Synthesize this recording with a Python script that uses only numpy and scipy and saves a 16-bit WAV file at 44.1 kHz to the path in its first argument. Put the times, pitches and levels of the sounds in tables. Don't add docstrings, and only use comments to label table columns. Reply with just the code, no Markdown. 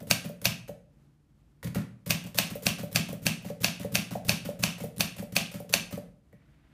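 import sys
import numpy as np
from scipy import signal
from scipy.fft import rfft, irfft
from scipy.io import wavfile
from scipy.ndimage import uniform_filter1d

SR = 44100
rng = np.random.default_rng(int(sys.argv[2]) if len(sys.argv) > 2 else 0)


def persist_wave(psi):
    counts = np.round(np.clip(psi, -1, 1) * 32767).astype(np.int16)
    wavfile.write(sys.argv[1], SR, np.atleast_2d(counts).T)


N = 296793

# start_s, level_db, treble_db (trims the modes over 8 kHz), casing_db and
# ping_db (both relative to the slap), early_s (key bottoms out this long before; negative is after),
# jolt_db, high_share (higher board modes, 0-1), rebound_db
TYPE_SLAPS = [(0.1107, -3, -15, -28.5, -26.5, 0.0052, -21.5, 0.72, -53),
              (0.4546, -5, -38, -25, -10, -0.0062, -23, 0.05, -32.5),
              (2.1063, -5.5, -18.5, -25, -12, 0.011, -22.5, 0.4, -27.5),
              (2.386, -3.5, -16, -23.5, -9, -0.0039, -26, 0.85, -33),
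              (2.6667, -5, -22, -24.5, -33.5, 0.0074, -21, .59, -29.5),
              (2.9588, -5, -19, -24.5, -26.5, 0.012, -20, 0.16, -24),
              (3.2661, -5.5, -19.5, -26, -35, .011, -21, 0.6, -26),
              (3.644, -4.5, -22.5, -23.5, -56, 0.0071, -23, 0.7, -31),
              (3.9537, -5, -17.5, -26, -27, 0.016, -23.5, 0.4, -25.5),
              (4.293, -4.5, -21, -24, -34, .0086, -20.5, 0.37, -27),
              (4.6366, -5.5, -23.5, -25, -37, 0.0059, -21.5, 0.57, -32.5),
              (5.0067, -5.5, -36, -25.5, -12.5, 0.013, -25, .75, -30),
              (5.3649, -6, -23, -21.5, -17, 0.003, -26.5, 0.87, -30),
              (5.7382, -3.5, -17.5, -26.5, -22.5, -0.012, -27.5, 1, -36)]
# pitch_hz, width_hz (wider dies sooner), level_db
PLATEN_MODES = [(596, 110, -12), (741, 130, -12.5), (1623, 74, -15.5), (2557, 228, 2.5), (3700, 200, -9.5),
                (4474, 204, 0), (5484, 190, -7), (6233, 220, -5.5), (8700, 920, -15), (8450, 160, -7),
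                (10400, 210, -36), (10000, 170, -18.5), (14100, 370, -28)]
# (relative, per Hz)
CASING_SPECTRUM = [(410, -19), (700, -3), (886, -11.5), (1300, -9), (1400, -21), (1920, -8.5), (2350, -5),
                   (2650, 0.5), (3100, -4.5), (3740, -8.5), (4320, -11), (4860, -10), (6230, -8.5),
                   (9990, -26.5), (12500, -28.5), (15400, -39.5), (16000, -47)]
# pitch_hz, t60_s
CASING_FADE = [(800, 0.27), (1800, 0.22), (2700, 0.36), (3600, 0.32), (7000, 0.27), (14000, 0.22)]


def slap(db, treble_db, casing_db, ping_db, *_):
    hz, width_hz, mode_db = np.transpose(PLATEN_MODES)
    t = np.arange(12000) / SR
    detuned_hz = hz * rng.uniform(0.98, 1.015, len(hz))
    trimmed_db = mode_db + (hz > 8000) * (treble_db + 13)
    ring = rings(detuned_hz, 1.95 / width_hz, trimmed_db, size=len(t), spread_db=0.0)
    rise = 1 - np.exp(-(t / 0.00047) ** 2)
    crack_tilt_db = 11.5 + 0.086 * (treble_db + 15)
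    crack = gain_of(-19.0) * coloured(CASING_SPECTRUM, len(t), crack_tilt_db) * np.exp(-t / 0.0028)
    ping = gain_of(ping_db - 60 * t / 0.013) * np.sin(2 * np.pi * 13700 * t)
    grains = coloured(CASING_SPECTRUM, len(t)) * uneven(count=200, size=60, spread_db=3.5)
    clatter = gain_of(casing_db - 5) * dying(grains, CASING_FADE) * (1 - np.exp(-t / 0.001))
    hit = peaked(rise * (peaked(ring) + crack))
    return gain_of(db) * (hit + rise * ping + clatter)


# (relative, per Hz)
LINKAGE_SPECTRUM = [(530, -22.5), (900, 3.5), (1700, 1), (2090, 1), (3960, -4), (4360, -4.5), (5410, -5),
                    (7490, -7), (14400, -6.5), (15400, -10.5), (16000, -41)]
GUIDE_S, SCRAPE_DB = 0.0135, -23


def scrape(db, *_):
    t = np.arange(3000) / SR - GUIDE_S
    approach = np.exp(t / 0.009) * np.clip((t + GUIDE_S) / 0.0024, 0, 1)
    shape = np.where(t < 0, approach, np.exp(-t / 0.012))
    grains = gain_of(2.1 * np.repeat(rng.standard_normal(100), 30))
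    return gain_of(db + SCRAPE_DB) * coloured(LINKAGE_SPECTRUM, len(t), 3.0) * grains * shape


def tick(db, tilt_db, length_s):
    t = np.arange(3000) / SR
    shape = (1 - np.exp(-t / (0.046 * length_s))) * np.exp(-t / length_s)
    grains = coloured(LINKAGE_SPECTRUM, len(t), tilt_db) * uneven(count=60, size=50, spread_db=4.0)
    return gain_of(db - 16.0) * grains * shape


# start_s, chatter_db, length_s, push_db (on the board)
KEY_PRESSES = [(0.07, -37.5, .036, -37.5), (0.416, -35.5, 0.012, -35), (2.061, -31, 0.047, -27.5),
               (2.345, -32.5, 0.039, -31.5), (2.623, -32.5, .031, -39.5), (2.914, -37, 0.049, -34),
               (3.219, -41, 0.058, -32), (3.604, -34.5, 0.079, -28.5), (3.918, -37.5, 0.044, -28),
               (4.248, -36, .036, -30), (4.591, -35.5, 0.03, -28), (4.964, -39.5, 0.017, -31),
               (5.322, -38.5, 0.022, -31), (5.6934, -33.5, 0.013, -34)]
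PRESS_TILT_DB, PRESS_LAG_S = 3, 0.0046
PRESS_KNOCK_DB = -7.5
PRESS_KNOCK_HIGH, PRESS_BOARD_HIGH = 0.23, 0.085
# start_s, chatter_db, length_s, knock_db, jolt_db
KEY_RELEASES = [(0.0034, -38, 0.0093, -43.5, -33.5), (0.2427, -32.5, .019, -38, -26.5),
                (0.6786, -38.5, 0.014, -47, -47), (2.24, -36, .012, -48.5, -32),
                (2.503, -30.5, 0.021, -42.5, -28), (2.785, -31, 0.028, -38.5, -28.5),
                (3.0844, -32.5, 0.03, -37.5, -28.5), (3.445, -36, 0.063, -38.5, -28),
                (3.795, -34, 0.063, -40, -29), (4.107, -34.5, 0.063, -39, -26.5),
                (4.448, -32, 0.037, -38, -26.5), (4.8005, -33, 0.041, -37.5, -28.5),
                (5.184, -30, 0.016, -41, -27.5), (5.539, -34.5, 0.028, -38.5, -28.5),
                (5.923, -33, 0.027, -40, -26.5)]
RELEASE_TILT_DB, RELEASE_KNOCK_S, RELEASE_JOLT_S = 1, 0.0036, 0.007
RELEASE_KNOCK_HIGH, RELEASE_BOARD_HIGH = 1, 0.83
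# start_s, level_db
LEVER_CATCHES = [(2.36, -26), (2.6374, -28), (2.9296, -25.5), (3.236, -31), (3.6217, -23), (3.925, -32.5),
                 (4.9835, -26.5)]
CATCH_TILT_DB, CATCH_S = 6.5, 0.0016
# start_s, chatter_db
SLACK_TAKEUPS = [(2.266, -35.5), (3.423, -41.5), (4.782, -34.5), (5.165, -34.5), (5.5151, -35.5),
                 (5.909, -34)]
SLACK_TILT_DB, SLACK_S, SLACK_KNOCK_DB = 2.3, 0.014, -11
# start_s, chatter_db, tilt_db_per_octave, length_s, knock_db, jolt_db, high_share (0-1)
SPACE_BAR = [(1.63, -28, 1, 0.0065, -45, -35, .5), (1.643, -30.5, 2.5, 0.013, -41, -23, 0.1),
             (1.67, -32, 0, 0.011, -45, -44.5, .6), (1.676, -49, 1.5, .01, -47.5, -28.5, .6),
             (1.7466, -27.5, 1, 0.023, -55, -44, 0.5), (1.755, -34, -4, 0.057, -32, -20, .95),
             (1.781, -54, .1, .01, -49, -25, .47), (6.327, -60, 4, .012, -51, -44.5, .45)]
SPACE_LAG_S = 0.003
RATTLE_LEAD_S, RATTLE_TILT_DB, RATTLE_S = 0.0027, 9.5, 0.011


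def ticks():
    return ([(s, db, PRESS_TILT_DB, length) for s, db, length, _ in KEY_PRESSES]
            + [(s, db, RELEASE_TILT_DB, length) for s, db, length, *_ in KEY_RELEASES]
            + [(s, db, CATCH_TILT_DB, CATCH_S) for s, db in LEVER_CATCHES]
            + [(s, db, SLACK_TILT_DB, SLACK_S) for s, db in SLACK_TAKEUPS]
            + [(s - RATTLE_LEAD_S, db, RATTLE_TILT_DB, RATTLE_S) for s, _, _, db, *_ in BAR_LANDINGS]
            + [(s, db, tilt, length) for s, db, tilt, length, *_ in SPACE_BAR])


# pitch_hz, t60_s, level_db
REST_MODES = [(450, 0.07, -13), (563.4, 0.019, 7), (600, 0.05, -7), (700, .025, -10), (984, .008, -26)]


def knock(db, high):
    hz, t60, mode_db = np.transpose(REST_MODES)
    lean_db = 40 * (high - 0.5) * np.log2(hz / 520)
    swell = 1 - np.exp(-(np.arange(5000) / SR / 0.0022) ** 2)
    ring = rings(hz * rng.uniform(0.97, 1.03), t60, mode_db + lean_db, size=5000)
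    return gain_of(db + 1.5) * peaked(swell * ring)


# start_s, knock_db, high_share (0-1), rattle_db, jolt_db, bounce_db
BAR_LANDINGS = [(0.029, -40, 0.46, -42, -45, -48.5), (0.295, -35.5, 0.9, -38, -57, -51),
                (0.693, -31, 0.62, -44, -35.5, -58.5), (2.556, -31, 0.47, -31.5, -40.5, -69),
                (2.834, -31, 0.86, -32, -30, -58), (3.13, -31.5, 0.5, -34, -30, -74),
                (3.502, -29, 0.7, -42, -33.5, -71), (3.848, -27.5, 0.8, -42, -28, -64),
                (4.154, -24.5, 0.96, -42, -30.5, -76), (4.49, -26, .9, -40, -34, -46.5),
                (4.839, -28, 0.5, -32.5, -31, -57.5), (5.226, -33, 0.74, -36, -37.5, -52.5),
                (5.603, -35, 0.96, -37, -39.5, -44.5), (5.976, -30.5, 0.53, -38, -35, -60)]
BOUNCE_S, BOUNCE_HIGH, LANDING_BOARD_HIGH = 0.043, 0.47, 0.57
SLAP_KNOCK_DB, SLAP_KNOCK_HIGH = -31, 0.8


def knocks():
    return ([(s + PRESS_LAG_S, db + PRESS_KNOCK_DB, PRESS_KNOCK_HIGH) for s, db, *_ in KEY_PRESSES]
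            + [(s + RELEASE_KNOCK_S, db, RELEASE_KNOCK_HIGH) for s, _, _, db, _ in KEY_RELEASES]
            + [(s, db + SLAP_KNOCK_DB, SLAP_KNOCK_HIGH) for s, db, *_ in TYPE_SLAPS]
            + [(s, db + SLACK_KNOCK_DB, RELEASE_KNOCK_HIGH) for s, db in SLACK_TAKEUPS]
            + [(s, db, high) for s, db, high, *_ in BAR_LANDINGS]
            + [(s + BOUNCE_S, db, BOUNCE_HIGH) for s, *_, db in BAR_LANDINGS]
            + [(s + SPACE_LAG_S, db, high) for s, *_, db, _, high in SPACE_BAR])


# pitch_hz, t60_s, level_db
BOARD_MODES = [(62, 0.11, -27), (98, 0.045, -17), (120.5, 0.125, -5.5), (164.5, 0.18, -3.2),
               (190, 0.06, 0.5), (220, 0.11, -7.5), (258, .08, -10), (310, 0.07, -20), (377.7, 0.03, -15)]


def thud(db, high):
    hz, t60, mode_db = np.transpose(BOARD_MODES)
    lean_db = 16 * (high - 0.5) * np.log2(hz / 150)
    ring = rings(hz, t60, mode_db + lean_db, size=12000, spread_db=1.5)
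    push = np.hanning(90)
    return gain_of(db) * peaked(np.convolve(push, ring))


REBOUND_S, REBOUND_HIGH = 0.044, 0.9


def thuds():
    return ([(s + PRESS_LAG_S, db, PRESS_BOARD_HIGH) for s, *_, db in KEY_PRESSES]
            + [(s - early, db, high) for s, *_, early, db, high, _ in TYPE_SLAPS]
            + [(s - early + REBOUND_S, db, REBOUND_HIGH) for s, *_, early, _, _, db in TYPE_SLAPS]
            + [(s + RELEASE_JOLT_S, db, RELEASE_BOARD_HIGH) for s, *_, db in KEY_RELEASES]
            + [(s, db, LANDING_BOARD_HIGH) for s, *_, db, _ in BAR_LANDINGS]
            + [(s + SPACE_LAG_S, db, high) for s, *_, db, high in SPACE_BAR])


# start_s, level_db
NAIL_HITS = [(1.6288, -46.5), (1.7554, -46.5), (6.3286, -66.5)]
# pitch_hz, t60_s, level_db
NAIL_MODES = [(1306, 0.0083, -1.5), (1930, 0.021, -1.5), (2280, 0.033, -5)]


def nail(db):
    return gain_of(db + 12.5) * peaked(rings(*np.transpose(NAIL_MODES), size=2000))


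# pitch_hz, t60_s
ROOM_FADE = [(125, 0.52), (500, 0.44), (2000, 0.42), (5000, 0.34), (10000, 0.34), (16000, 0.17)]


def room(x):
    taps = np.zeros(SR)
    at = np.arange(220, SR - 12, 12)
    taps[at + rng.integers(0, 12, len(at))] = rng.choice([-1., 1.], len(at))
    tail = dying(taps, ROOM_FADE)
    return signal.fftconvolve(x, tail / np.linalg.norm(tail))[:N]


# start_s, level_db
RUSTLE_LEVEL = [(6.3, -93.5), (6.318, -90), (6.326, -77), (6.332, -74), (6.348, -76.5), (6.712, -72.5),
                (6.73, -68.5)]
# (relative, per Hz)
RUSTLE_SPECTRUM = [(350, -30), (600, -3), (650, 2), (753, -10.5), (1280, -6), (1910, -2.5), (4830, -20),
                   (9000, -46.5), (11700, -62), (19800, -120)]


def rustle():
    s, db = np.transpose(RUSTLE_LEVEL)
    strokes = uniform_filter1d(rng.standard_normal(N), 900)
    level_db = np.interp(np.arange(N) / SR, s, db, left=-140)
    return gain_of(level_db + 1.8 * strokes / strokes.std()) * coloured(RUSTLE_SPECTRUM, N)


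# (relative, per Hz)
AIR_SPECTRUM = [(15, -49.5), (25, -35.5), (30, -18.5), (43, 9.5), (102, -7), (114, -9), (145, 3),
                (180, -15), (217, -5), (249, -15.5), (285, -9.5), (416, -23.5), (4490, -41), (11900, -45.5),
                (16000, -53)]
AIR_DB = -59


def air():
    swell = uniform_filter1d(rng.standard_normal(N), 6000)
    return gain_of(AIR_DB + 2.0 * swell / swell.std()) * coloured(AIR_SPECTRUM, N)


def gain_of(db):
    return 10 ** (np.asarray(db) / 20)


def peaked(x):
    return x / np.max(abs(x))


def read(points, hz):
    f, value = np.transpose(points)
    return np.interp(np.log(hz + 1), np.log(f + 1), value)


def coloured(points, size, tilt_db=0):
    hz = np.fft.rfftfreq(size, 1 / SR)
    spectrum_db = read(points, hz) + tilt_db * np.log2((hz + 50) / 6000)
    x = irfft(rfft(rng.standard_normal(size)) * gain_of(spectrum_db), size)
    return x / x.std()


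def rings(hz, t60, db, size, spread_db=3.0):
    t = np.arange(size)[:, None] / SR
    sign = (-1) ** np.arange(len(hz))
    strength = sign * gain_of(db + spread_db * rng.standard_normal(len(hz)))
    fade = gain_of(-60 * t / np.maximum(t60, 0.001))
    return (strength * fade * np.sin(2 * np.pi * hz * t)).sum(1)


def dying(x, t60s):
    hz, t, bands = signal.stft(x, SR, nperseg=256)
    fade = gain_of(-60 * t / read(t60s, hz)[:, None])
    return signal.istft(bands * fade, SR, nperseg=256)[1][:len(x)]


def uneven(count, size, spread_db):
    return gain_of(spread_db * np.repeat(np.minimum(rng.exponential(1, count), 3), size))


def add(mix, s, sound):
    part = mix[max(round(s * SR), 0):][:len(sound)]
    part += sound[:len(part)]


def played(rows, source, lead=0):
    mix = np.zeros(N)
    for s, *columns in rows:
        add(mix, s - lead, source(*columns))
    return mix


def scene():
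    slaps = played(TYPE_SLAPS, slap, lead=-0.0004)
    steel = played(ticks(), tick, lead=0.001)
    steel += played(TYPE_SLAPS, scrape, lead=GUIDE_S)
    steel += played(NAIL_HITS, nail)
    rest = played(knocks(), knock, lead=0.001)
    board = played(thuds(), thud, lead=0.002)
    wet = gain_of(-10.5) * room(slaps) + gain_of(-5.0) * room(steel)
    wet += gain_of(-7.5) * room(rest) + gain_of(-5.0) * room(board)
    return (slaps + steel + rest + board + wet + air() + rustle())[None]


DROOP_HZ, EDGE_HZ = 15500, 16400


def record(dry):
    thin = signal.sosfilt(signal.butter(2, 70., "high", fs=SR, output="sos"), dry)
    corners_hz = [0, DROOP_HZ - 200, DROOP_HZ + 200, EDGE_HZ - 150, EDGE_HZ + 150, SR / 2]
    taps = signal.firwin2(401, corners_hz, [1, 1, 0.05, 0.04, 0, 0], window=("kaiser", 9), fs=SR)
    return signal.oaconvolve(thin, taps[None], "same")


dry = scene()
out = record(dry)
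persist_wave(out)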